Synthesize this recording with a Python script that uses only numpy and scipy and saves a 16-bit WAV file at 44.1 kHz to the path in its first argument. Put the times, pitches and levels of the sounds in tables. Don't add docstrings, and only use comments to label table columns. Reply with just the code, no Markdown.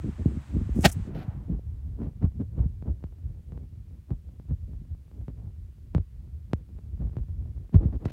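import sys
import numpy as np
from scipy import signal
from scipy.fft import rfft, irfft, next_fast_len
from scipy.io import wavfile
from scipy.ndimage import uniform_filter1d

SR = 44100
rng = np.random.default_rng(int(sys.argv[2]) if len(sys.argv) > 2 else 0)


def boost(x):
    u = np.asarray(x, float) / 20
    return 10 ** u


def waveform_to_disk(signal):
    frames = np.transpose(np.atleast_2d(signal))
    scaled = np.clip(frames, -1, 1) * 32767
    samples = np.round(scaled).astype(np.int16)
    wavfile.write(sys.argv[1], SR, samples)


N = 358091
FFT_LEN = next_fast_len(N)
TIME = np.arange(N) / SR
FREQ = np.fft.rfftfreq(FFT_LEN, 1 / SR) + 1e-3
GUARD_TIGHT_S = 2.1
BREEZE_CALM_DB = -41.5


def on_log(hz, points):
    f, v = np.transpose(points)
    return np.interp(np.log(hz), np.log(f), v)


def shaped(x, response):
    return irfft(rfft(x, FFT_LEN) * response, FFT_LEN)[:N]


def butterworth(hz, order, kind="high", freq=FREQ):
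    return signal.freqs(*signal.butter(order, 1, kind, analog=True), freq / hz)[1]


def summed(levels_db):
    return 10 * np.log10(sum(boost(2 * db) for db in levels_db) + 1e-11)


def walk(rate_hz):
    hold = int(SR / rate_hz)
    held = np.repeat(rng.standard_normal(N // hold + 1), hold)
    return 0.98 * uniform_filter1d(uniform_filter1d(held, hold), hold)[:N]


def grains(rate_hz, spread_db, bed):
    size_db = spread_db * np.minimum(rng.exponential(size=N), 4)
    kicks = (rng.random(N) < rate_hz / SR) * boost(size_db) * rng.choice([-1, 1], N)
    return kicks * np.sqrt(SR / rate_hz) + bed * rng.standard_normal(N)


def tilted(source, colour, lo_hz, hi_hz, anchors_hz, moves_db, flicker_db, flicker_hz):
    spectrum = rfft(source, FFT_LEN) * boost(on_log(FREQ, colour))
    inside = (FREQ > lo_hz) & (FREQ < hi_hz)
    spectrum = spectrum * FFT_LEN / np.sqrt(2 * np.sum(np.abs(spectrum[inside]) ** 2))
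    place = np.interp(np.log(FREQ), np.log(anchors_hz), np.arange(len(anchors_hz)))
    out = 0
    for k, move_db in enumerate(moves_db):
        share = np.clip(1 - np.abs(place - k), 0, 1)
        band = irfft(spectrum * share, FFT_LEN)[:N]
        out = out + band * boost(move_db + flicker_db * walk(flicker_hz))
    return out


def swell(crest_s, length_s):
    side_s = np.where(TIME < crest_s, 0.38, 0.62) * length_s
    return -9 * np.minimum(np.abs(TIME - crest_s) / side_s, 8) ** 2


# time in seconds, rumble in dB.
DRAUGHT = [(0, -40), (.6, -37.5), (1.2, -37), (1.7, -35), (2.4, -38.5), (3.0, -37.5), (3.6, -42),
           (4.2, -44.5), (4.8, -40.5), (5.05, -45.5), (5.4, -46.5), (5.8, -44), (6.4, -42.5), (6.9, -36),
           (7.4, -34), (7.65, -41), (8.12, -44.5)]
# crest in seconds, length in seconds, rumble in dB,
# flutter in dB re rumble.
PUFFS = [(.06, 0.064, -40.5, 7), (.2, 0.044, -30.5, -4.5), (.272, 0.058, -29, -3.5), (.345, 0.067, -36, -4),
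         (.56, 0.13, -28, -6.5), (.78, 0.062, -31, 1.5), (.852, .04, -28, 10), (1.085, .08, -35.5, -5.5),
         (1.19, 0.14, -39.5, -1), (1.38, 0.1, -35.5, -8.5), (1.515, 0.072, -29.5, -6)]
# crest in seconds, length in seconds, rumble in dB.
HEAVES = [(0.703, 0.047, -31), (0.966, .07, -25), (1.33, .06, -36.5), (1.849, 0.12, -38.5),
          (2.54, 0.085, -35.5), (3.224, 0.22, -39.5), (3.93, .1, -39.5), (1.68, 0.12, -41.5),
          (3.3, 0.063, -39), (6.57, 0.083, -43), (6.206, 0.11, -41.5)]
# crest in seconds, length in seconds, rumble in dB,
# flutter in dB re rumble, sizzle in dB re flutter.
GUSTS = [(2.025, 0.099, -26, -7, -18), (2.232, 0.043, -17.5, -11.5, -17), (2.41, 0.04, -31, -4.5, -20.5),
         (2.597, 0.083, -25.5, -9.5, -14.5), (2.882, 0.059, -22.5, -14, -13),
         (3.56, 0.16, -37.5, -16, -14.5), (4.11, 0.034, -17.5, -19.5, -13.5),
         (4.505, .05, -21.5, -24.5, -11), (4.71, 0.07, -35.5, -14.5, -22), (4.815, 0.015, -46.5, -6, -33),
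         (5.19, 0.11, -34.5, -19.5, -16), (5.29, 0.028, -33, -6.5, -18.5), (5.42, 0.15, -41, -13.5, -11.5),
         (5.965, 0.06, -25.5, -18, -12), (7.022, 0.075, -29.5, -15.5, -12), (7.178, 0.034, -35, -20, -17.5),
         (7.748, 0.038, -9, -20.5, -11), (7.826, 0.083, -25, -8, -13), (7.94, 0.041, -28.5, -5.5, -14.5),
         (8.04, 0.09, -41, -1.5, -10.5)]
# frequency in Hz, density in dB per Hz.
EDDY_COLOUR = [(15, -36.5), (25, -9), (54, 1), (82, 1), (105, -4), (468, -34.5), (1500, -59)]


def buffeting():
    breeze_db = np.interp(TIME, *np.transpose(DRAUGHT)) + 3 * walk(9)
    upper_db = BREEZE_CALM_DB + 0.6 * (breeze_db - BREEZE_CALM_DB)

    heave_flutter_db, dull_sizzle_db = -19, -15
    dull = PUFFS + [(*heave, heave_flutter_db) for heave in HEAVES]
    gusts = GUSTS + [(*puff, dull_sizzle_db) for puff in dull]
    crests = [(db + swell(s, length), flutter, sizzle) for s, length, db, flutter, sizzle in gusts]

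    rumble_db = summed([breeze_db] + [db for db, _, _ in crests])
    rumble_lag_s = 0.01
    rumble_db = np.interp(TIME - rumble_lag_s, TIME, rumble_db)
    flutter_db = summed([upper_db - 23] + [db + flutter for db, flutter, _ in crests])
    sizzle_db = summed([upper_db - 36.5] + [sum(crest) for crest in crests])
    sizzle_db = sizzle_db + np.interp(TIME, [1.1, 1.9], [-12, 0])
    flutter_db, sizzle_db = flutter_db + 19.0, sizzle_db + 32.5

    anchors_hz = [90, 160, 280, 500, 850, 2500]
    moves_db = [rumble_db, 0.5 * (rumble_db + flutter_db), flutter_db,
                0.5 * (flutter_db + sizzle_db), sizzle_db, sizzle_db - 0.7]
    colour = EDDY_COLOUR + [(3000, -71.0), (8000, -88), (16000, -93.5)]
    tumble = boost(2.5 * walk(40))
    eddies = grains(400, spread_db=3.5, bed=2.2) * tumble
    return tilted(eddies, colour, 27, 200, anchors_hz, moves_db, flicker_db=3.0, flicker_hz=30)


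# frequency in Hz, density in dB per Hz.
HISS_COLOUR = [(300, -20), (600, -2), (1160, -2.5), (1750, -5), (5470, -19.5), (8070, -16), (10100, -28),
               (14000, -36)]


def blade_hiss():
    guard_shuts_s, treble_shuts_s, treble_fade_s = 1.31, 1.07, 0.04
    open_db, leak_db, fade_db_per_s = -68, -86.5, -59
    level_db = np.maximum(open_db + fade_db_per_s * np.maximum(TIME - guard_shuts_s, 0), leak_db)
    shut = np.clip((TIME - treble_shuts_s) / treble_fade_s, 0, 1)
    treble_db = -14.5 * shut
    bass_db = 10 * shut
    moves_db = [bass_db, 0, 0.6 * treble_db, treble_db]
    air = rng.standard_normal(N) * (TIME < GUARD_TIGHT_S)
    hiss = tilted(air, HISS_COLOUR, 900, 2500, [400, 1200, 4000, 8000], moves_db, 0.7, 12)
    return boost(level_db) * hiss


STEP_LEN = 2048
STEP_FREQ = np.fft.rfftfreq(STEP_LEN, 1 / SR)


def vented(kicks):
    return shaped(kicks, SR / (2 * np.pi) * butterworth(72, order=4) / (1j * FREQ + 76))


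def steps(events):
    out = np.zeros(N + STEP_LEN)
    for start_s, db, edge in events:
        start = int(start_s * SR)
        kick = irfft(edge / (1 + 1j * STEP_FREQ / 9000))
        out[start:start + STEP_LEN] += rng.choice([-1, 1]) * boost(db) * kick
    return vented(out[:N])


# start in seconds, peak
# in dB, dullness 0-1.
KNOCKS = [(0.042, -21.5, 0.6), (0.09, -22, 0.7), (0.192, -32, 0.6), (0.257, -9.5, 0.67), (0.318, -33, 0.4),
          (0.369, -20.5, 0.8), (0.538, -25.5, 0.75), (0.565, -14, 0.69), (0.612, -20, 0.76),
          (0.691, -23.5, 0.6), (0.761, -19.5, 0.73), (0.788, -13.5, 0.55), (0.974, -34, 0.6),
          (1.278, -17, 0.98), (1.497, -21, 0.76), (1.592, -37.5, 0.1), (4.816, -33.5, 0.8),
          (2.238, -9.5, 0.9),
    (2.593, -13.5, 1),
    (2.655, -16, 0.94),
    (2.876, -19.5, 0.9),
    (4.11, -16.5, 0.96),
    (4.507, -21.5, 0.86),
    (5.955, -9, 0.99),
    (7.741, -8, 0.88),
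    (7.752, -3, 0.99),
    (7.852, -12, 0.91),
]


def knocks():
    events = []
    for start_s, peak_db, dullness in KNOCKS:
        edge_hz = 650 - 500 * np.clip(dullness, 0, 1)
        edge = butterworth(edge_hz, order=4, kind="low", freq=STEP_FREQ)
        events.append((start_s, peak_db + 9.5, edge))
    return steps(events)


# touch in seconds, rise in seconds, hold in seconds, scrape in dB,
# squeak in dB re scrape.
SCUFFS = [
    (0.758, .04, 0.078, -72, 8),
    (0.809, 0.012, 0.044, -65, 12.5),
    (.851, 0.019, 0.007, -16.5, -14),
    (0.872, .02, 0.028, -52.5, 4.5),
    (0.916, .004, 0.011, -63.5, 19),
    (.945, .004, .015, -82.5, 5),
    (1.151, .02, 0.085, -54, -33),
    (8.053, 0.0036, 0.0028, -47.5, -19),
    (8.08, .015, 0.0091, -56.5, -32.5),
    (8.098, .004, 0.0084, -56.5, -21.5),
]
# frequency in Hz, density in dB per Hz.
SCUFF_COLOUR = [(88, -21.5), (150, 5.5), (234, -6), (332, -12.5), (736, -6.5), (1060, -26.5), (1340, -14.5),
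                (4140, -21), (15500, -36)]


def scuffs():
    touches_db = []
    for touch_s, rise_s, hold_s, db, _ in SCUFFS:
        before_db = 35 / rise_s * np.maximum(touch_s - TIME, 0)
        after_db = 1200 * np.maximum(TIME - touch_s - hold_s, 0)
        touches_db.append(db - before_db - after_db)
    scrape_db = summed(touches_db)
    squeak_db = summed(db + row[-1] for db, row in zip(touches_db, SCUFFS)) - scrape_db
    air_db = np.maximum(squeak_db - 7, -23.5)

    ref_db = on_log([2000, 8000, 13000], SCUFF_COLOUR)
    squeak_db = squeak_db - (ref_db[1] - ref_db[0]) + 0.8
    air_db = air_db - (ref_db[2] - ref_db[0]) - 0.8
    dull_db = np.minimum(0, squeak_db)
    moves_db = [-3.0 - 0.34 * dull_db, 0, 0.39 * dull_db, squeak_db, air_db]
    anchors_hz = [500, 1500, 4600, 8300, 12000]
    jerks = grains(3000, spread_db=3.0, bed=1.1)
    rub = tilted(jerks, SCUFF_COLOUR, 900, 4900, anchors_hz, moves_db, flicker_db=2.0, flicker_hz=170)
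    return boost(scrape_db) * rub


def stray_ticks():
    rate_hz, level_db, edge_hz = 15, -46.5, 300
    kicks = grains(rate_hz, spread_db=2.5, bed=0) * np.sqrt(rate_hz / SR) * boost(level_db)
    draught_db = np.interp(TIME, *np.transpose(DRAUGHT)) - BREEZE_CALM_DB
    kicks = kicks * boost(draught_db) * (TIME > GUARD_TIGHT_S)
    return vented(shaped(kicks, 1 / (1 + 1j * FREQ / edge_hz)))


# start in seconds, size in dB, edge in Hz.
JUMPS = [(2.4076, -23, 121), (2.8245, -17, 113.9), (3.04, -13, 120.2), (3.5213, -25, 189),
         (3.5762, -18, 112.5), (4.106, -15, 112.9), (4.289, -45, 301), (4.3983, -21.5, 119.5),
         (4.7339, -27.5, 118), (4.949, -31, 120.9), (5.1145, -36, 300), (5.2125, -34.5, 199),
         (5.282, -14, 116.6), (5.949, -5, 218.5), (5.963, -15, 120.5), (5.981, -9, 120.2),
         (6.5135, -29, 119.3), (6.5333, -4.5, 305), (6.598, -50.5, 455), (6.7888, -29.5, 201.8),
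         (7.072, -25, 121), (7.1678, -10, 113), (7.1849, -20.5, 117.3), (7.694, -27.5, 119.4),
         (7.7386, -21, 120.3), (7.7444, -13, 201), (7.7523, -22.5, 300), (7.958, -33, 293),
         (8.056, -2.5, 116), (8.104, -20.5, 121)]


def jumps():
    s = 1j * STEP_FREQ
    return steps([(start_s, db, (1 + s / 1220) / (1 + s / hz) / (1 + s / (12 * hz)))
                  for start_s, db, hz in JUMPS])


def scene():
    return (buffeting() + blade_hiss() + knocks() + scuffs() + stray_ticks() + jumps())[None]


# frequency in Hz, density in dB per Hz.
SELF_NOISE_COLOUR = [(400, -34), (900, 1), (2000, 1), (6000, -5), (10000, -6), (16000, -7)]


def self_noise():
    noise = rng.standard_normal(N)
    return boost(-77.5) * tilted(noise, SELF_NOISE_COLOUR, 2000, 15500, [2000, 8000], [0, 0], 0.4, 10)


SPLITTER_HZ = [
    34.5,
    740,
    900,
]


def low_cut_and_split(x):
    lag = np.prod([(hz - 1j * FREQ) / (hz + 1j * FREQ) for hz in SPLITTER_HZ], axis=0)
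    return shaped(x, lag * butterworth(40, order=6))


def roll_off(x):
    return signal.sosfilt(signal.butter(12, 16410, fs=SR, output="sos"), x)


def record(dry):
    top_hz = 15830
    mix = shaped(low_cut_and_split(dry[0]) + self_noise(), FREQ < top_hz)
    return roll_off(mix[None])


dry = scene()
out = record(dry)
waveform_to_disk(out)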